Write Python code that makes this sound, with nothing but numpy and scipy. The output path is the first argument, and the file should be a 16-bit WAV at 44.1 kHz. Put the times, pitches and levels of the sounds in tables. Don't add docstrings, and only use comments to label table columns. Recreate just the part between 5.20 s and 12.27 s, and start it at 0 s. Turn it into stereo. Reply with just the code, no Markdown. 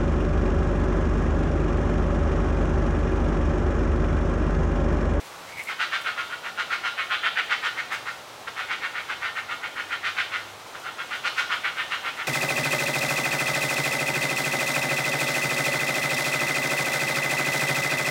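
import sys
import numpy as np
from scipy import signal
from scipy.fft import rfft, irfft, next_fast_len
from scipy.io import wavfile
from scipy.ndimage import uniform_filter1d

SR = 44100
rng = np.random.default_rng(int(sys.argv[2]) if len(sys.argv) > 2 else 0)


def bounce(signal):
    frames = np.transpose(np.atleast_2d(signal))
    limited = np.clip(frames, -1, 1)
    pcm = np.round(limited * 32767).astype(np.int16)
    wavfile.write(sys.argv[1], SR, pcm)


N = 311787
TIME = np.arange(N) / SR


def from_db(db):
    return 10 ** (np.asarray(db) / 20)


def rms_one(x):
    return x / np.sqrt(np.mean(x ** 2) + 1e-20)


def at_hz(points, hz):
    points_hz, values = np.transpose(points)
    return np.interp(np.log(hz + 1e-6), np.log(points_hz), values)


def resonate(x, hz, width):
    r = np.exp(-np.pi * width / SR)
    poles = [1, -2 * r * np.cos(2 * np.pi * hz / SR), r * r]
    return signal.lfilter(np.array([1, 0, -1]) * (1 - r * r) / 2, poles, x + 1e-18)


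def drift(rate_hz):
    hop = 40
    r = np.exp(-2 * np.pi * rate_hz * hop / SR)
    slow = signal.lfilter([1], [1, -2 * r, r * r], rng.standard_normal(N // hop + 2002))[2000:]
    return np.interp(np.arange(N) / hop, np.arange(len(slow)), rms_one(slow))


def swells(rows):
    return sum(from_db(db) * np.exp(-.5 * ((TIME - s) / width) ** 2) for s, width, db in rows)


# (frequency [Hz], left-right correlation [0-1])
STEREO_LIKENESS = [(30, .85), (70, 0.99), (160, 0.99), (400, 0.98), (1200, 1), (2500, 0.89), (5000, 0.83),
                   (8000, 0.68), (12000, 0.15), (16000, .1)]

def diffuse(spectrum, size=N, likeness=STEREO_LIKENESS):
    padded = next_fast_len(size, True)
    hz = np.arange(padded // 2 + 1) * SR / padded
    mid, side = rfft(rng.standard_normal((2, padded))) * from_db(at_hz(spectrum, hz))
    alike = np.clip(at_hz(likeness, hz), 0, .999)
    stereo = np.sqrt(1 + alike) * mid + np.sqrt(1 - alike) * side * [[1], [-1]]
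    return rms_one(irfft(stereo, padded)[:, :size])


# (start [s], length [s], centre pitch [Hz], level [dB])
HUM_SWELLS = [(2.45, 1, 121.8, -65), (3.85, 0.57, 103, -68), (4.6, 0.94, 101.7, -60.5)]

def hum(fade_s, sag_hz_per_s, waver_db, waver_hz):
    out = 0
    for start, length, hz, db in HUM_SWELLS:
        t = TIME - start
        envelope = np.clip(np.minimum(t, length - t) / fade_s, 0, 1)
        pitch = hz - sag_hz_per_s * (t - length / 2) + waver_hz * drift(4.5)
        out += from_db(db) * envelope * np.sqrt(2) * np.sin(2 * np.pi * np.cumsum(pitch) / SR)
    return out * from_db(waver_db * drift(6))


# (time [s], rush level [dB], hiss level [dB])
BREEZE_RIDE = [(0, -50.5, -54), (1.3, -49.5, -55.5), (3.15, -49.3, -55.7), (4.4, -49.3, -55.5),
               (5.35, -49.7, -55), (7.07, -48, -53.3)]
# (frequency [Hz], gain [dB])
RUSH_EQ = [(15, -40), (25, -28), (40, -19), (58, -5), (120, -0.5), (200, -2.5), (300, 0.5), (520, 4.5),
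           (800, 6.5), (1300, 4), (2000, -6.5), (4000, -5), (8000, -36)]
LEAF_EQ = [(500, -10), (2000, 12.5), (4000, 6.5), (6000, 6.5), (8000, 2.5), (11000, -1), (15500, -3.5)]

def breeze(rush_gain_db, hiss_gain_db, flutter_db):
    times, *levels = np.transpose(BREEZE_RIDE)
    rush_db, hiss_db = [np.interp(TIME, times, level) for level in levels]
    crowns = from_db(rush_db + rush_gain_db) * diffuse(RUSH_EQ)
    leaves = from_db(hiss_db + hiss_gain_db + flutter_db * drift(13)) * diffuse(LEAF_EQ)
    return crowns + leaves


# (frequency [Hz], gain [dB])
PUFF_EQ = [(15, -34), (40, -9), (70, -3), (125, -1), (190, -6), (300, -26), (2000, -70)]

def puff(at_s, half_width_s, db):
    return swells([(at_s, half_width_s, db)]) * diffuse(PUFF_EQ, likeness=[(20, 0), (2000, 0)])


# (time [s], half-width [s], level [dB])
WING_WHOOSHES = [(.19, 0.097, -46), (3.17, 0.076, -59), (5.6, 0.083, -47)]

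def shuffles():
    dull_eq = [(300, -14), (600, -8), (850, -1), (1400, 1), (1900, -10), (5000, -34)]
    return swells(WING_WHOOSHES) * diffuse(dull_eq)


# (time [s], level [dB], attack [s], decay [s])
BRUSH_STROKES = [(.06, -51, 0.035, 0.065), (.375, -51, 0.0054, 0.083), (.44, -48.5, .03, .06),
                 (.815, -47, .006, 0.027), (2.728, -45.5, .008, 0.049), (5.598, -46, .001, 0.0039),
                 (6.18, -44.5, .004, .035)]
# (frequency [Hz], gain [dB])
BRUSH_EQ = [(300, -34), (1500, 4), (4000, -11), (8000, 8.5), (13000, 4), (16000, 5)]

def brushes(grain_db):
    envelope = sum(from_db(db) * np.exp(-np.abs(TIME - s) / np.where(TIME < s, attack, decay))
                   for s, db, attack, decay in BRUSH_STROKES)
    return envelope * rms_one(diffuse(BRUSH_EQ) * from_db(grain_db * drift(200)))


# (time [s], half-width [s], level of each layer [dB])
SQUEAL_CUES = [(.35, .05, -49), (.403, .017, -39), (.492, .016, -37)]

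def squeals(hz, width_hz):
    hoarse = resonate(rng.standard_normal(N), hz, width_hz)
    whistle = resonate(hoarse, hz, width_hz)
    return swells(SQUEAL_CUES) * (rms_one(whistle) + rms_one(hoarse))


# (frequency [Hz], gain [dB])
REVERB_EQ = [(300, 8.5), (1400, 0), (2200, 0), (3500, 9.5), (6000, 9), (14000, -17.5)]

def wood(x, echo_db, build_s, t60_s):
    t = TIME[:SR * 2 // 3]
    envelope = np.exp(-np.log(1000) * t / t60_s) * (1 - np.exp(-t / build_s))
    tail = diffuse(REVERB_EQ, size=len(t)) * envelope
    response = from_db(echo_db) * rms_one(tail) / np.sqrt(len(t))
    response[:, 0] += 1
    return signal.fftconvolve(x[None], response, axes=1)


def twigs(x, scatter_db, spread_s, near_s, count=160):
    lags = .0004 + rng.uniform(0, 3 * spread_s, count)
    gains = rng.standard_normal(count) * (np.exp(-lags / spread_s) + 2 * np.exp(-lags / near_s))
    echoes = np.bincount((lags * SR).astype(int), gains / np.sqrt(np.sum(gains ** 2)))
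    return x + from_db(scatter_db) * signal.fftconvolve(x, echoes)[:len(x)]


def even_out(x, evenness):
    spectrum = rfft(x)
    magnitude = np.sqrt(uniform_filter1d(np.abs(spectrum) ** 2, 45) + 1e-12)
    return irfft(spectrum / magnitude ** evenness, len(x))


def rattle(t, swell_s, pulse_hz=219.9, jitter=.16, shimmer_db=1.04, rasp=.85, puff_s=.0038, open_s=.0075):
    periods = np.exp(jitter * rng.standard_normal(120) + rng.normal(0, .12)) / pulse_hz
    onsets = (np.cumsum(periods) * SR).astype(int)
    strengths = from_db(shimmer_db * rng.standard_normal(len(onsets)))
    snaps = np.bincount(onsets, strengths, len(t))[:len(t)]
    puffs = signal.lfilter([1], [1, -np.exp(-1 / (puff_s * SR))], snaps)
    source = rms_one(snaps) + rasp * rms_one(puffs * rng.standard_normal(len(t)))
    body = signal.sosfilt(signal.butter(2, 2600, fs=SR, output="sos"), source)
    edge = signal.sosfilt(signal.butter(2, 2600, "high", fs=SR, output="sos"), source)
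    push, gape = [np.exp(-.5 * np.abs(u / np.where(u < 0, swell_s, swell_s * 1.005)) ** 2.4)
                  for u in (t, t - open_s)]
    return body * push - edge * gape


# (frequency [Hz], bandwidth [Hz], gain [dB])
FORMANTS = [(532, 56, -13.5), (848, 140, -16), (1098, 28, -17), (1275, 59, -7.5), (1428, 116, 4.5),
            (1544, 190, -2.5), (1804, 107, -2), (1940, 270, -7), (2145, 126, -3), (2466, 130, -10),
            (2716, 184, -12.5), (3060, 140, -15), (3486, 61, -14), (3920, 230, -21.5), (5200, 1200, -49)]

def throat(source, wander):
    tension = 1 + wander * rng.standard_normal()
    return sum(from_db(db) * resonate(source, hz * tension, width) for hz, width, db in FORMANTS)


# (peak time [s], dry level over a quarter second [dB], gape lift [dB])
BEGGING_CALLS = [(.51, -37.5, -1), (.617, -30.5, -1), (.743, -31.5, 0), (.872, -32.5, -1.5),
                 (.992, -34.5, -1), (1.125, -38, -2), (1.263, -38.5, 0), (1.399, -32.5, -3),
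                 (1.527, -31.5, -1.5), (1.66, -32, -3.5), (1.797, -32.5, 2.5), (1.927, -30, -.5),
                 (2.056, -29, 0), (2.185, -29.5, 3.5), (2.318, -29, 2), (2.453, -31.5, -1.5),
                 (2.591, -34.5, 6), (2.732, -34.5, -.5), (2.881, -37.5, 2.5), (3.278, -41, -1.5),
                 (3.389, -35.5, 2.5), (3.514, -33.5, 1.5), (3.641, -34.5, 1.5), (3.771, -36, 4.5),
                 (3.91, -35.5, -1), (4.044, -33.5, 1.5), (4.179, -35.5, 2), (4.314, -36, 0),
                 (4.449, -37, 4), (4.587, -36, 5), (4.726, -34, 5), (4.862, -32, 2.5), (4.992, -30.5, 4),
                 (5.142, -33.5, 3), (5.552, -46, -1), (5.67, -39.5, -3), (5.802, -38.5, -3),
                 (5.931, -36, 2), (6.064, -31.5, -.5), (6.192, -30, -.5), (6.323, -31, -4),
                 (6.46, -31.5, 3.5), (6.592, -33, 2), (6.729, -33, 0), (6.865, -34, 0.5), (6.999, -37, 2)]
# (time [s], gain near 3 kHz [dB], gain near 6 kHz [dB])
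TREBLE_RIDE = [(.72, 0, 1.5), (.9, .5, -2.5), (1.62, -2.5, 1), (1.8, 3, -5), (2.15, 3, -3), (2.65, -4, 4),
               (3.55, 1, 0), (4.18, -2.5, -4), (4.9, 2.5, 2), (5.75, 0, -6), (6.0, 4, 5), (6.19, 0, 5),
               (6.35, -1.5, -4), (6.62, 3.5, -2), (6.95, .5, -3)]
CALL_BANDS = [900, 1450, 2050, 2850, 5500]
# (frequency [Hz], gain [dB])
DISTANCE_EQ = [(200, -25), (450, -4), (900, 4), (3200, 3), (4500, -2.5), (6000, -7), (8000, -9.5),
               (12000, -18), (16000, -28)]

def chicks(usual_db, swell_s, clack_swell_s, rest_s, curter_s_per_db, thinner_db_per_db):
    size = SR // 4
    t = np.arange(size) / SR - .08
    bins_hz = np.arange(size // 2 + 1) * SR / size
    out = np.zeros((2, N + 2 * SR))
    treble_s, *treble_bands = np.transpose(TREBLE_RIDE)
    previous_s = BEGGING_CALLS[0][0]
    for s, db, gape_db in BEGGING_CALLS:
        effort_db = db - usual_db
        rested = s - previous_s > rest_s
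        previous_s = s
        source = rattle(t, clack_swell_s if rested else swell_s - curter_s_per_db * effort_db)
        scattered = twigs(source, scatter_db=1.5, spread_s=.026, near_s=.0032)
        voice = throat(even_out(scattered, evenness=.5), wander=.005)
        treble_db = [np.interp(s, treble_s, band) for band in treble_bands]
        bands_db = [-thinner_db_per_db * effort_db, 0, gape_db] + treble_db
        eq_db = np.interp(bins_hz, CALL_BANDS, bands_db) + at_hz(DISTANCE_EQ, bins_hz)
        call = from_db(db) * rms_one(irfft(rfft(voice) * from_db(eq_db), size))
        heard = wood(call, echo_db=-8.5, build_s=.0073, t60_s=.57)
        start = round((s + t[0]) * SR)
        out[:, start:start + heard.shape[1]] += heard
    return out[:, :N]


def scene():
    calls = chicks(usual_db=-34, swell_s=.0195, clack_swell_s=.009, rest_s=.25,
                   curter_s_per_db=.0002, thinner_db_per_db=.35)
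    calls += squeals(hz=2160, width_hz=280)
    feathers = brushes(grain_db=2.5) + shuffles()
    air = breeze(rush_gain_db=6, hiss_gain_db=8.3, flutter_db=.6)
    air += puff(at_s=.35, half_width_s=.055, db=-53)
    drone = hum(fade_s=.095, sag_hz_per_s=1.8, waver_db=2.5, waver_hz=.92)
    return drone + air + feathers + calls


def record(dry):
    low_pass = signal.ellip(12, .1, 80, 15800, fs=SR, output="sos")
    return signal.sosfilt(low_pass, dry * from_db([[-.15], [.15]]))


dry = scene()
out = record(dry)
bounce(out)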